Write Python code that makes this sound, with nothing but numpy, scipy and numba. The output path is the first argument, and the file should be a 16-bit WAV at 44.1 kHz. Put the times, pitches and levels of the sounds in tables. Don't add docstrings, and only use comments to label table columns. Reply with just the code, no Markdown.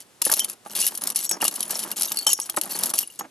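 import sys
import numpy as np
from scipy import signal
from scipy.fft import rfft, irfft
from scipy.io import wavfile
from scipy.ndimage import uniform_filter1d
from numba import njit

SR = 44100
rng = np.random.default_rng(int(sys.argv[2]) if len(sys.argv) > 2 else 0)


def field_ratio(decibels):
    return 10 ** (np.asarray(decibels, dtype=float) / 20)


def master(y):
    cut = np.clip(np.atleast_2d(y).T, -1, 1)
    pcm = np.round(cut * 32767)
    wavfile.write(sys.argv[1], SR, pcm.astype(np.int16))


N = 145530

PAN_DB = -0.5


def log_hz():
    return np.log(np.fft.rfftfreq(N, 1 / SR) + 1)


def shaped(x, gain):
    return irfft(rfft(x) * gain, N)


# frequency in Hz, relative spectral level in dB per Hz.
ROOM_TONE = [(40, -3.5), (175, -17.5), (1400, -24.5), (2630, -28), (11000, -30), (13000, -34)]


def room():
    level_db = -53
    hz, db = np.array(ROOM_TONE).T
    mid, side = rng.standard_normal((2, N))
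    noise = np.array([mid + 0.5 * side, mid - 0.5 * side])
    noise = shaped(noise, field_ratio(np.interp(log_hz(), np.log(hz), db)))
    return noise / np.std(noise) * field_ratio(level_db)


def band(x, lo_hz, hi_hz):
    return signal.sosfilt(signal.butter(2, [lo_hz, hi_hz], "band", fs=SR, output="sos"), x)


def sides(db, pan_db):
    pan_db = pan_db + 0 * db
    return field_ratio(db + np.array([pan_db, -pan_db]) / 2)


def blows(times, gains, length_s, size=160):
    n = np.arange(size)
    swell = 1 - np.exp(-n / (0.5 * length_s * SR))
    push = rng.standard_normal((len(times), size)) * np.exp(-n / (length_s * SR)) * swell
    out = np.zeros((2, N + size))
    at = np.clip((times * SR).astype(int), 0, N - 1)[:, None] + n
    for c in range(2):
        np.add.at(out[c], at, push * gains[c][:, None])
    return out[:, :N]


@njit
def chime(out, at, pole, rise, left, right):
    for e in range(len(at)):
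        z, s = 1. + 0j, 1.
        for i in range(at[e], len(out[0])):
            z, s = z * pole[e], s * rise
            out[0, i] += left[e] * z.imag * (1 - s)
            out[1, i] += (right[e] * z).imag * (1 - s)
            if z.real ** 2 + z.imag ** 2 < 1e-5:
                break
    return out


def struck(modes, times, db, pan_db, hz, reach, scatter_db, detune, rise_s):
    t60_scatter, skew_rad = 0.2, 0.45
    f, mode_db, t60 = np.array(modes).T
    hz = np.full(len(times), hz)
    pan_db = np.full(len(times), pan_db)
    luck_db, luck_hz, luck_t60, luck_skew = rng.standard_normal((4, len(times), len(f)))
    far_db = -np.minimum(20 * (np.log(f / hz[:, None]) / reach) ** 2, 25)
    left, right = sides(db[:, None] + mode_db + far_db + scatter_db * luck_db, pan_db[:, None])
    decay = np.log(1000) / (t60 * np.exp(t60_scatter * luck_t60) * SR)
    pole = np.exp(2j * np.pi * f * (1 + detune * luck_hz) / SR - decay)
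    right = right * np.exp(1j * skew_rad * luck_skew * f / f.max())
    at = np.repeat(np.clip((times * SR).astype(np.int64), 0, N - 1), len(f))
    rise = np.exp(-1 / (rise_s * SR))
    return chime(np.zeros((2, N)), at, pole.ravel(), rise, left.ravel(), right.ravel())


# frequency in Hz, relative level in dB, typical full decay t60 in seconds.
STUD_MODES = [(9270, -14, 0.031), (10387, 5.5, 0.014), (10756, 12.5, 0.0039), (11760, 3.5, 0.014)]
SHELL_MODES = [(2840, 1.5, 0.071), (3760, -8.5, 0.034), (4410, -1, 0.062)]
PLATE_MODES = [(3100, -4, 0.14), (5090, -10, 0.15), (5680, 1.5, 0.097), (6654, 2.5, 0.097),
               (8000, 12, 0.035)]


def bricks(times, db, low_db, crack_db, scatter_db):
    contact_s = 0.00069
    luck_pan, luck_pitch = rng.standard_normal((2, len(times)))
    pan_db = PAN_DB - luck_pan
    high = blows(times, sides(db + crack_db, pan_db), contact_s)
    high = band(high, 4680, 11200)
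    low = blows(times, sides(db + low_db + crack_db + 7.5, pan_db), 2 * contact_s, size=320)
    low = band(low, 2940, 10600)
    studs = struck(STUD_MODES, times, db - 8.5, pan_db, hz=11195, reach=0.75,
                   scatter_db=scatter_db, detune=0.0386, rise_s=0.0011)
    brief = [(f, d, 0.3 * t60) for f, d, t60 in SHELL_MODES + PLATE_MODES]
    shells = struck(brief, times, db + low_db - 8.5, pan_db, hz=5000 * np.exp(0.49 * luck_pitch),
                    reach=0.35, scatter_db=scatter_db, detune=0.025, rise_s=0.00093)
    return high + low + studs + shells


def swarm(rate, spread_db):
    u = rng.random((int(rate * N / SR), 4))
    size_db = np.minimum(-spread_db * np.log(1 - u[:, 1]), 14)
    return u[:, 0] * N / SR, size_db, u[:, 2], u[:, 3]


# start in seconds, length in seconds, relative dB of the small ticks, relative dB of the table slide.
TUMBLE_TIMES = [(0, 0.018, -32, -52.5), (0.233, 0.15, -27.5, -52), (0.356, 0.1, -32, -40.5),
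                (0.472, 0.063, -35.5, -47), (0.646, 0.038, -43, -52), (0.696, 0.046, -33, -40.5),
                (0.747, 0.14, -20.5, -40), (0.904, 0.088, -35, -44), (1.007, 0.12, -31, -38),
                (1.145, 0.12, -25.5, -44), (1.3, 0.085, -41.5, -39.5), (1.397, 0.089, -26.5, -35.5),
                (1.505, 0.18, -32.5, -42), (1.693, 0.14, -25.5, -37.5), (1.834, 0.1, -32.5, -38),
                (1.959, 0.096, -26, -43), (2.055, 0.19, -32.5, -44.5), (2.263, 0.0614, -25.5, -42.5),
                (2.365, 0.099, -33.5, -51), (2.451, 0.12, -43.5, -54.5), (2.562, 0.025, -25.5, -62),
                (2.616, 0.065, -33.5, -40.5), (2.692, 0.22, -28, -37.5), (2.933, 0.096, -26.5, -41),
                (3.03, 0.15, -43.5, -83), (3.188, 0.066, -64, -38.5)]


def tumbling(t, release_s, column):
    attack_s, fade_db = 0.0022, 2
    rows = np.array(TUMBLE_TIMES)
    age, length = t[:, None] - rows[:, 0], rows[:, 1]
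    shape = np.clip(age / attack_s, 0, 1) * np.exp(-np.clip(age - length, 0, 1) / release_s)
    gain = shape * field_ratio(rows[:, column] - fade_db * np.clip(age / length, 0, 1))
    return 20 * np.log10(gain.sum(axis=1) + 1e-6)


# frequency in Hz, relative level in dB, typical full decay t60 in seconds.
TOP_MODES = [(216, 5, 0.043), (320.8, -6, 0.15), (615, -7.5, 0.088), (883, 1.5, 0.058), (1200, 3.5, 0.038),
             (1648, 2, 0.033)]


def rattle():
    slip_s, slide_release_s = 0.0036, 0.0064
    t, size_db, low, pick = swarm(900, spread_db=3.3)
    db = tumbling(t, 0.004, column=2)
    share = np.interp(db, [-34, -20], [0.4, 1])
    db = np.where(pick < share, db - 10 * np.log10(share), -120)
    ticks = bricks(t, db + size_db - 7, low_db=-12 + 8 * low, crack_db=3.4, scatter_db=7.55)

    t, size_db, _, _ = swarm(420, spread_db=2.74)
    slide_db = tumbling(t, slide_release_s, column=3) + size_db - 8
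    scrape = band(blows(t, sides(slide_db + 18, 0), slip_s, size=640), 233, 1446)
    rub_db = tumbling(t, slide_release_s, column=2) + size_db - 12
    rub = band(blows(t, sides(rub_db, PAN_DB), slip_s, size=640), 1600, 12000)
    top = struck(TOP_MODES, t, slide_db - 8, 0, hz=250, reach=30,
                 scatter_db=3, detune=0.07, rise_s=0.0024)
    return ticks + scrape + rub + top


def chatter(times, db, count):
    gap_s = 0.004 * rng.random((len(times), count))
    late = np.cumsum(gap_s, axis=1) - gap_s[:, :1]
    weak_db = -(3 + 12 * rng.random((len(times), count))) * (late > 0)
    return (times[:, None] + late).ravel(), (db[:, None] + weak_db).ravel()


# start in seconds, relative level in dB.
KNOCK_TIMES = [(0.216, -29.5), (0.265, -20.5), (0.296, -22.5), (0.313, -26), (0.328, -25), (0.661, -31),
               (1.311, -26), (1.425, -20.5), (1.448, -23), (1.706, -35), (2.011, -31), (2.113, -31.5),
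               (2.265, -24), (2.289, -30.5), (2.389, -32.5), (2.492, -32), (2.541, -34), (2.573, -20),
               (2.832, -30.5), (2.937, -24.5), (3.208, -27), (3.248, -47.5)]


def knocks():
    t, db = chatter(*np.array(KNOCK_TIMES).T, count=3)
    slap = band(blows(t, sides(db + 16.5, 0), 0.0011, size=640), 240, 2160)
    held = [(f, d, 0.64 * t60) for f, d, t60 in TOP_MODES]
    top = struck(held, t, db - 1, 0, hz=850, reach=1.51, scatter_db=3, detune=0.07, rise_s=0.00079)
    return slap + top


# start in seconds, relative level in dB.
CLINK_TIMES = [(0.218, -1), (0.251, -5.5), (0.2992, -9), (0.3158, -1.5), (0.3245, -1.5), (0.3376, -2.5),
               (0.394, -3), (0.4455, -7.5), (0.4979, -12.5), (0.764, -11), (0.8148, -6), (0.866, -4),
               (0.876, -7), (0.8834, -11.5), (0.9512, -14.5), (0.975, -15), (1.0372, -10), (1.072, -3),
               (1.1015, -6.5), (1.1593, -3), (1.166, -10), (1.1892, -11), (1.2452, -12.5), (1.2922, -11.5),
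               (1.3121, -7.5), (1.4173, -4.5), (1.4416, -5.5), (1.451, -6), (1.48, -1), (1.5575, -15),
               (1.6055, -7), (1.628, -10.5), (1.7069, -6.5), (1.7913, -12.5), (1.836, -14), (1.915, -11),
               (1.9973, -19), (2.01, -8), (2.0207, -5), (2.0317, -5.5), (2.1183, -10), (2.171, -11),
               (2.1885, -7), (2.2665, -3), (2.2907, -11), (2.316, -11), (2.3307, -1), (2.3998, -10),
               (2.497, -10.5), (2.613, -6), (2.7895, -9.5), (2.835, -5), (2.8584, -8), (2.9012, -12),
               (2.9382, -9), (2.9814, -10), (2.9875, 0), (3.1929, -15.5)]
# start in seconds, relative level in dB, favoured mode in Hz.
SHELL_RINGS = [(0.221, -35, 2840), (0.835, -26, 2840), (1.411, -26, 2840), (1.455, -25.5, 2840),
               (2.081, -22.5, 3760), (2.223, -26, 4410), (2.172, -18.5, 4410), (2.19, -20.5, 4410),
               (2.308, -27, 2840), (2.71, -27.5, 4410), (2.746, -22, 4410), (3.034, -32, 2840),
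               (3.1, -42, 2840)]
# start in seconds, relative level in dB,
# pitch in Hz near which the struck spot favours the modes.
PLATE_HITS = [(0.316, -22, 5670), (.39, -27.5, 5640), (.402, -23, 3100), (1.215, -33, 8400),
              (1.262, -34, 6500), (1.294, -24.5, 8000), (1.313, -21, 6060), (2.268, -21.5, 6100),
              (2.267, -16, 3100), (2.292, -19.5, 6070), (2.321, -20.5, 5700), (2.369, -34, 5700),
              (2.415, -30, 6160), (2.432, -40, 8200), (2.435, -39.5, 3100), (2.496, -44, 6900),
              (2.567, -30, 8200), (3.19, -34.5, 6700)]


def clinks():
    scatter_db, flutter_s, flutter_db = 3, 0.003, 3
    t, db = chatter(*np.array(CLINK_TIMES).T, count=3)
    low_db = -12 + 3 * rng.standard_normal(len(t))
    cracks = bricks(t, db, low_db, crack_db=0, scatter_db=scatter_db)
    t, db, hz = np.array(SHELL_RINGS).T
    shells = struck(SHELL_MODES, t, db, PAN_DB, hz, reach=0.05,
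                    scatter_db=0, detune=0.0058, rise_s=0.00036)
    t, db, hz = np.array(PLATE_HITS).T
    t, db = chatter(t, db, count=2)
    plate = struck(PLATE_MODES, t, db, PAN_DB, np.repeat(hz, 2), reach=0.33,
                   scatter_db=scatter_db, detune=0.0048, rise_s=0.00052)
    width = int(flutter_s * SR)
    rock = uniform_filter1d(uniform_filter1d(rng.standard_normal(N), width), width)
    return cracks + (shells + plate) * field_ratio(flutter_db * rock / rock.std())


def echo(near):
    t60_s, level_db = 0.08, -14
    n = np.arange(SR // 4)
    fade = np.exp(-np.log(1000) * n / (t60_s * SR)) * (n > 0.002 * SR)
    mid, side = rng.standard_normal((2, len(n))) * fade
    side = band(side, 1200, 15000)
    tail = np.array([mid + side, mid - side]) / np.sqrt(2 * np.sum(mid ** 2))
    return field_ratio(level_db) * signal.fftconvolve(near, tail, axes=1)[:, :N]


def scene():
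    near = rattle() + knocks() + clinks()
    return near + echo(near) + room()


# frequency in Hz, left minus right level in dB, phase in radians by which the left leads.
PORT_RESPONSE = [(200, -1.5, 0.15), (646, -6.5, 0.26), (1250, -3, 1.27), (2640, 2.5, 0.79), (12000, 3, 0.4)]


def ports(dry):
    hz, db, lead = np.array(PORT_RESPONSE).T
    colour = field_ratio(np.interp(log_hz(), np.log(hz), db) / 2)
    half = colour * np.exp(0.5j * np.interp(log_hz(), np.log(hz), lead))
    return shaped(dry, np.array([half, 1 / half]))


def low_pass(x):
    return signal.sosfilt(signal.butter(12, 16470, fs=SR, output="sos"), x)


def record(dry):
    x = ports(dry)
    x = signal.sosfilt(signal.butter(3, 140, "high", fs=SR, output="sos"), x)
    x = np.clip(x, -1, 1)
    x = signal.sosfilt(signal.butter(8, 13000, fs=SR, output="sos"), x)
    return low_pass(x)


dry = scene()
out = record(dry)
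master(out)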